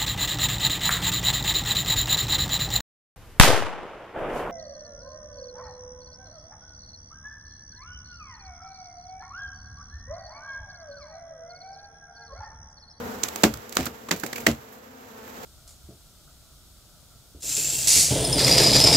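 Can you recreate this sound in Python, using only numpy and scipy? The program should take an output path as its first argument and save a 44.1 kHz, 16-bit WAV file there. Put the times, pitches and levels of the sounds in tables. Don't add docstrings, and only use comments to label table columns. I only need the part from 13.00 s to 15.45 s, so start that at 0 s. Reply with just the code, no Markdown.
import sys
import numpy as np
from scipy.fft import rfft, irfft, next_fast_len
from scipy.io import wavfile
from scipy.ndimage import uniform_filter1d, map_coordinates

SR = 44100
rng = np.random.default_rng(int(sys.argv[2]) if len(sys.argv) > 2 else 0)


def digitize_waveform(pressure):
    field = np.atleast_2d(pressure).T
    bounded = np.clip(field, -1, 1)
    quanta = np.round(bounded * 32767).astype(np.int16)
    wavfile.write(sys.argv[1], SR, quanta)


N = 108045
T = np.arange(N) / SR

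# time_s, hum_rumble_gain_db, rustle_gain_db
BACKGROUND_LEVELS = [(0, -30.5, -46.5), (.11, -32.5, -44.5), (.2, -37, -45.5), (.42, -42, -43),
                     (.54, -43.5, -48), (.72, -43, -51), (.95, -44.5, -51.5), (1.15, -42, -52.5),
                     (1.28, -44, -48.5), (1.38, -39, -46.5), (1.45, -37, -47), (1.569, -45.5, -53),
                     (1.72, -47.5, -54), (1.9, -47, -55.5), (2.1, -47, -53), (2.3, -44, -49),
                     (2.45, -38, -46)]
# freq_hz, level_db
BUZZ_SPECTRUM = [(230, 0), (420, 1.5), (510, 0), (660, -8), (850, -3), (1050, -11), (1300, -7.5),
                 (1800, -13), (2600, -29.5), (4000, -27), (6000, -24.5)]
# freq_hz, density_db
RUMBLE_SPECTRUM = [(20, -29), (45, -2), (75, 6), (130, 6.5), (180, -1), (400, -38)]
# freq_hz, density_db
RUSTLE_SPECTRUM = [(100, -35), (300, 9), (700, 10.5), (1500, 6), (2600, 0), (5000, -4.5), (7400, -2),
                   (8300, -9.5), (9400, -15.5), (10500, -11.5), (12000, -2.5), (15600, -6.5)]
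# freq_hz, left_minus_right_db
AIR_PAN = [(100, 0.5), (700, 1.5), (2400, -2.5), (4400, -13), (8000, -8.5), (15000, -18)]
# freq_hz, correlation
AIR_CORRELATION = [(60, 1), (300, 0.77), (700, -0.32), (1400, -0.39), (3000, 0.26), (15000, -0.18)]
# nearest_s, half_amplitude_s, wingbeat_hz, peak_db
BEE_PASSES = [(0.062, 0.052, 202.3, -42.5), (.09, 0.096, 246.7, -43), (.93, 0.054, 223.2, -54),
              (1.38, 0.067, 239.5, -45.5), (1.769, 0.056, 254, -58), (1.99, 0.074, 259, -51.5),
              (2.22, 0.1056, 220.8, -48), (2.42, 0.081, 261.5, -50.5)]
# start_s, contact_s, snap_db, tilt_db_per_octave, clack_db, resonance_hz, resonance_db, ring_db
TAP_EVENTS = [(0.2329, 0.0056, -16.5, 1.5, -34, 6670, 6.5, -25.5),
              (0.2841, .005, -27.5, 2.5, -35.5, 1180, 12, -40),
              (0.3587, 0.0032, -23.5, 6, -29, 1060, 2, -39), (0.422, 0.0038, -33, 8, -53, 1800, 2, -54),
              (0.4343, 0.00633, -12.5, 0, -11, 710, 6.5, -14.5),
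              (.5382, .004, -30, 2.5, -36, 1350, 14.5, -41.5), (0.572, 0.0028, -36, 6.5, -46, 1800, 3, -61),
              (0.693, .003, -33.5, 7.5, -55, 1780, 7, -52), (0.7237, 0.0036, -31, 3.5, -42, 2200, 6, -39),
              (0.751, 0.0074, -30, 9.5, -47, 1800, -1, -60),
              (0.7681, 0.0024, -13.5, 0.5, -13.5, 1300, 13, -25),
              (0.8548, 0.0055, -24, 9, -38.5, 2020, 7, -31.5),
              (0.864, 0.007, -30.5, -1, -29.5, 1320, 15.5, -34.5),
              (1.0862, 0.0089, -39.5, 1, -33.5, 1160, 13.5, -43),
              (1.1096, 0.0022, -21, 0, -19, 1930, 16, -56),
              (1.1131, 0.0017, -12.5, -1.5, -18.5, 1470, 1, -21),
              (1.162, 0.0025, -32.5, 7.5, -39, 1800, 0, -37),
              (1.1977, 0.0026, -28, 7.5, -53, 1800, 7, -36.5),
              (1.2339, 0.0061, -31.5, 4, -25, 1540, 11, -33),
              (1.2625, 0.0035, -27, 6, -33, 2170, 10, -37.5),
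              (1.3282, 0.0058, -30, 1, -30, 1870, 8.5, -38.5),
              (1.3576, 0.0056, -31, 5.5, -32, 2440, 20, -32.5),
              (1.3798, 0.0055, -32.5, 7.5, -33, 2420, 4, -40), (1.4, 0.0069, -36.5, 10, -43, 2440, 14, -37),
              (1.4646, 0.0025, -16.5, 4, -23.5, 2820, 13, -23.5),
              (1.4665, 0.0041, -14.5, 1.5, -8, 1980, 13.5, -26),
              (1.725, 0.0024, -36.5, 16.5, -49, 1780, 16, -44),
              (2.277, 0.0058, -44, 11, -44, 1800, 7, -67.5), (2.367, 0.0024, -46, 5, -59, 1800, 6, -46),
              (2.432, 0.0045, -41, 4, -54, 1800, -3, -58)]
# freq_hz, density_db
SNAP_SPECTRUM = [(100, -16), (300, -27), (1500, -10.5), (3000, 1.5), (4300, 4.5), (5200, 1), (6300, 3),
                 (7600, 4.5), (8600, -7), (9800, -10), (12500, -5.5), (15800, -7)]
# freq_hz, density_db
CLACK_SPECTRUM = [(30, -40), (70, -23), (140, -18), (270, 4.5), (650, 0), (1000, -3.5), (2300, -3.5),
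                  (4000, -22), (9000, -38.5)]
# freq_hz, density_db
WOOD_SPECTRUM = [(60, -30), (150, 9.5), (500, 3), (1100, 4), (2000, 3.5), (3500, -1), (5000, -2.5),
                 (7400, -1.5), (9600, -16.5), (12500, -4.5), (15800, -9.5)]
# freq_hz, left_minus_right_db
WOOD_PAN = [(100, 0.5), (600, 2.5), (1300, -4.5), (2500, 1), (5000, -6.5), (8000, -12), (14000, -11.5)]
# freq_hz, correlation
WOOD_CORRELATION = [(60, 1), (300, 0.85), (700, 0.4), (1400, 0.14), (2100, 0.22), (4000, 0.19), (15000, 0)]
# start_s, modes_db, pitch_ratio, swell_s, rattle_db, boom_db
THUD_EVENTS = [(.238, -51, 1.05, 0.0037, -47, -51), (.437, -8.5, 1, 0.0077, -13, -24.5),
               (.52, -61, 0.88, 0.006, -48, -33.5), (.785, -20, 1.17, 0.0059, -26, -27.5),
               (0.865, -31.5, 1.1, 0.0038, -37, -40), (1.113, -23, .78, 0.014, -22.5, -51),
               (1.235, -34.5, 1.15, 0.0015, -28, -54), (1.47, -10, 1.04, 0.015, -14.5, -24.5)]
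# base_hz, level_db, t60_s
BOARD_MODES = [(132.5, -16.5, 0.29), (175, -13, 0.13), (220.7, -0.5, .16), (293.6, -9, 0.15),
               (331.5, -6, 0.1), (405, -17.5, 0.11), (481, -12, 0.12), (562.3, -10.5, 0.14),
               (633, -6, 0.08), (709, -11, 0.046)]
# freq_hz, density_db
RATTLE_SPECTRUM = [(25, -42), (50, -31), (110, -7), (170, 1), (330, 2), (600, -4), (800, -9), (1300, -27),
                   (3000, -40)]
# freq_hz, density_db
BOOM_SPECTRUM = [(20, -29), (42, -25), (68, 1), (95, -3.5), (125, -4), (220, -26), (500, -75)]
# centre_s, sigma_s, peak_db
SCRAPE_EVENTS = [(0.804, 0.03, -33.5), (0.843, 0.021, -44.5), (1.494, 0.018, -30.5), (1.541, 0.022, -47)]


def amp(db):
    return 10 ** (np.asarray(db) / 20)


def unit(x):
    return x / np.sqrt(np.mean(x ** 2) + 1e-20)


def along(points, hz):
    freq_hz, values = np.transpose(points)
    return np.interp(np.log(hz + 1), np.log(freq_hz + 1), values)


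def wobble(rate_hz, size=N):
    knots = rng.standard_normal(N // 8)[:int(size * rate_hz / SR) + 4]
    coarse = np.arange(0, size + 8, 8)
    spline = map_coordinates(knots, [coarse * rate_hz / SR], mode="nearest")
    return np.interp(np.arange(size), coarse, spline)


def noise(spectrum, pan=WOOD_PAN, correlation=WOOD_CORRELATION, envelope=np.ones(N),
          peak_hz=1000, peak_db=0, tilt_db=0, width_octaves=.19):
    m = next_fast_len(len(envelope), True)
    hz = np.fft.rfftfreq(m, 1 / SR)
    resonance = np.exp(-.5 * (np.log2((hz + 1) / peak_hz) / width_octaves) ** 2)
    db = along(spectrum, hz) + peak_db * resonance + tilt_db * np.log2(np.maximum(hz / 1000, 1))
    bunched = envelope * rng.standard_normal((2, len(envelope)))
    white = np.exp(1j * np.angle(rfft(bunched, m)))
    spread_rad = np.arccos(np.clip(along(correlation, hz), -1, 1)) / 2
    mid, side = white * amp(db) * [np.cos(spread_rad), np.sin(spread_rad)]
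    gains = amp(along(pan, hz) * np.array([[.5], [-.5]]))
    gains /= np.sqrt(np.mean(gains ** 2, axis=0))
    return unit(irfft(np.array([mid + side, mid - side]) * gains, m)[:, :len(envelope)])


def burst(spectrum, envelope, **colour):
    sound = noise(spectrum, envelope=envelope, **colour) * envelope ** .31
    return unit(sound) * np.sqrt(np.mean(envelope ** 2))


def fade(t, swell_s, t60_s):
    return (1 - np.exp(-t / swell_s)) * np.exp(-np.log(1000) * t / t60_s)


def add(track, start_s, sound):
    part = track[:, round(start_s * SR):][:, :sound.shape[-1]]
    part += sound[..., :part.shape[1]]


def buzz(pitch_hz, bend, jitter=.0098, lag_spread_s=.0003, harmonics=24, size=2048):
    k = np.arange(1, harmonics + 1)[:, None]
    phases = k * np.arange(size) / size + rng.random((harmonics, 1))
    beat = unit(np.sum(amp(along(BUZZ_SPECTRUM, k * pitch_hz)) * np.sin(2 * np.pi * phases), axis=0))
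    cycles = np.cumsum(pitch_hz * (1 + bend + jitter * wobble(60))) / SR
    lag_cycles = pitch_hz * lag_spread_s * rng.normal() * np.array([[.5], [-.5]])
    return beat[((cycles + lag_cycles) * size).astype(int) % size]


def bees(count=22, wingbeat_hz=233, spread=.09, drift=.045):
    out = np.zeros((2, N))
    for rank in (np.arange(count) + .5) / count:
        pitch_hz = wingbeat_hz * (1 + spread * np.log(rank / (1 - rank)) / 2)
        out += buzz(pitch_hz, drift * wobble(rate_hz=5))
    power = uniform_filter1d(np.mean(out ** 2, axis=0), size=8192)
    return unit(out / np.sqrt(power))


def background():
    time_s, hum_rumble_gain_db, rustle_gain_db = np.transpose(BACKGROUND_LEVELS)
    hum = amp(-4.5) * bees() * amp([[1], [-1]])
    rumble = amp(-14) * noise(RUMBLE_SPECTRUM, AIR_PAN, AIR_CORRELATION)
    rustle = amp(5 + .91 * wobble(70)) * noise(RUSTLE_SPECTRUM, AIR_PAN, AIR_CORRELATION)
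    hum_rumble_gain = amp(np.interp(T, time_s, hum_rumble_gain_db))
    rustle_gain = amp(np.interp(T, time_s, rustle_gain_db))
    return hum_rumble_gain * (hum + rumble) + rustle_gain * rustle


def fly_bys(doppler=.02):
    out = np.zeros((2, N))
    for nearest_s, half_amplitude_s, wingbeat_hz, peak_db in BEE_PASSES:
        position = (T - nearest_s) / half_amplitude_s
        bend = -doppler * position / np.hypot(1, position)
        out += amp(peak_db) / (1 + position ** 2) * buzz(wingbeat_hz, bend)
    return out


def taps(attack_s=.00054, release_t60_s=.0084, splinter_db=1.1, size=2048):
    out, t = np.zeros((2, N)), T[:size]
    tail = fade(T[:SR // 4], swell_s=.0034, t60_s=.15)
    for start_s, contact_s, snap_db, tilt_db, clack_db, peak_hz, peak_db, ring_db in TAP_EVENTS:
        release = np.exp(-np.log(1000) * np.maximum(t - contact_s, 0) / release_t60_s)
        contact = (1 - np.exp(-t / attack_s)) * release
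        roughness = amp(splinter_db * wobble(1600, size))
        splinters = unit(contact * roughness) * np.sqrt(np.mean(contact ** 2))
        snap = burst(SNAP_SPECTRUM, splinters, peak_hz=peak_hz, peak_db=peak_db, tilt_db=tilt_db)
        clack = burst(CLACK_SPECTRUM, contact, peak_hz=peak_hz, peak_db=peak_db)
        ring = burst(WOOD_SPECTRUM, tail, peak_hz=peak_hz, peak_db=peak_db / 2, tilt_db=tilt_db / 2)
        add(out, start_s, amp(snap_db) * snap + amp(clack_db) * clack)
        add(out, start_s, amp(ring_db) * ring)
    return out


def thuds():
    out, t = np.zeros((2, N)), T[:SR // 2]
    for start_s, modes_db, pitch_ratio, swell_s, rattle_db, boom_db in THUD_EVENTS:
        modes = np.zeros(len(t))
        for base_hz, level_db, t60_s in BOARD_MODES:
            envelope = amp(level_db + rng.normal(0, 1)) * fade(t, swell_s, t60_s)
            modes += envelope * np.sin(2 * np.pi * (base_hz * pitch_ratio * t + rng.random()))
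        rattle = burst(RATTLE_SPECTRUM, fade(t, swell_s, t60_s=.15))
        boom = burst(BOOM_SPECTRUM, fade(t, swell_s=.025, t60_s=.3))
        add(out, start_s, amp(modes_db) * modes + amp(rattle_db) * rattle + amp(boom_db) * boom)
    return out


def scrapes(grit_db=3):
    strokes = sum(amp(peak_db) * np.exp(-.5 * ((T - centre_s) / sigma_s) ** 2)
                  for centre_s, sigma_s, peak_db in SCRAPE_EVENTS)
    grit = amp(grit_db * wobble(400))
    return strokes * unit(grit * noise(WOOD_SPECTRUM))


def scene():
    return background() + fly_bys() + taps() + thuds() + scrapes()


def record(dry):
    cutoff_hz = 15900
    m = next_fast_len(N + 8192, True)
    passband = np.fft.rfftfreq(m, 1 / SR) < cutoff_hz
    return irfft(rfft(np.clip(dry, -1, 1), m) * passband, m)[:, :N]


dry = scene()
out = record(dry)
digitize_waveform(out)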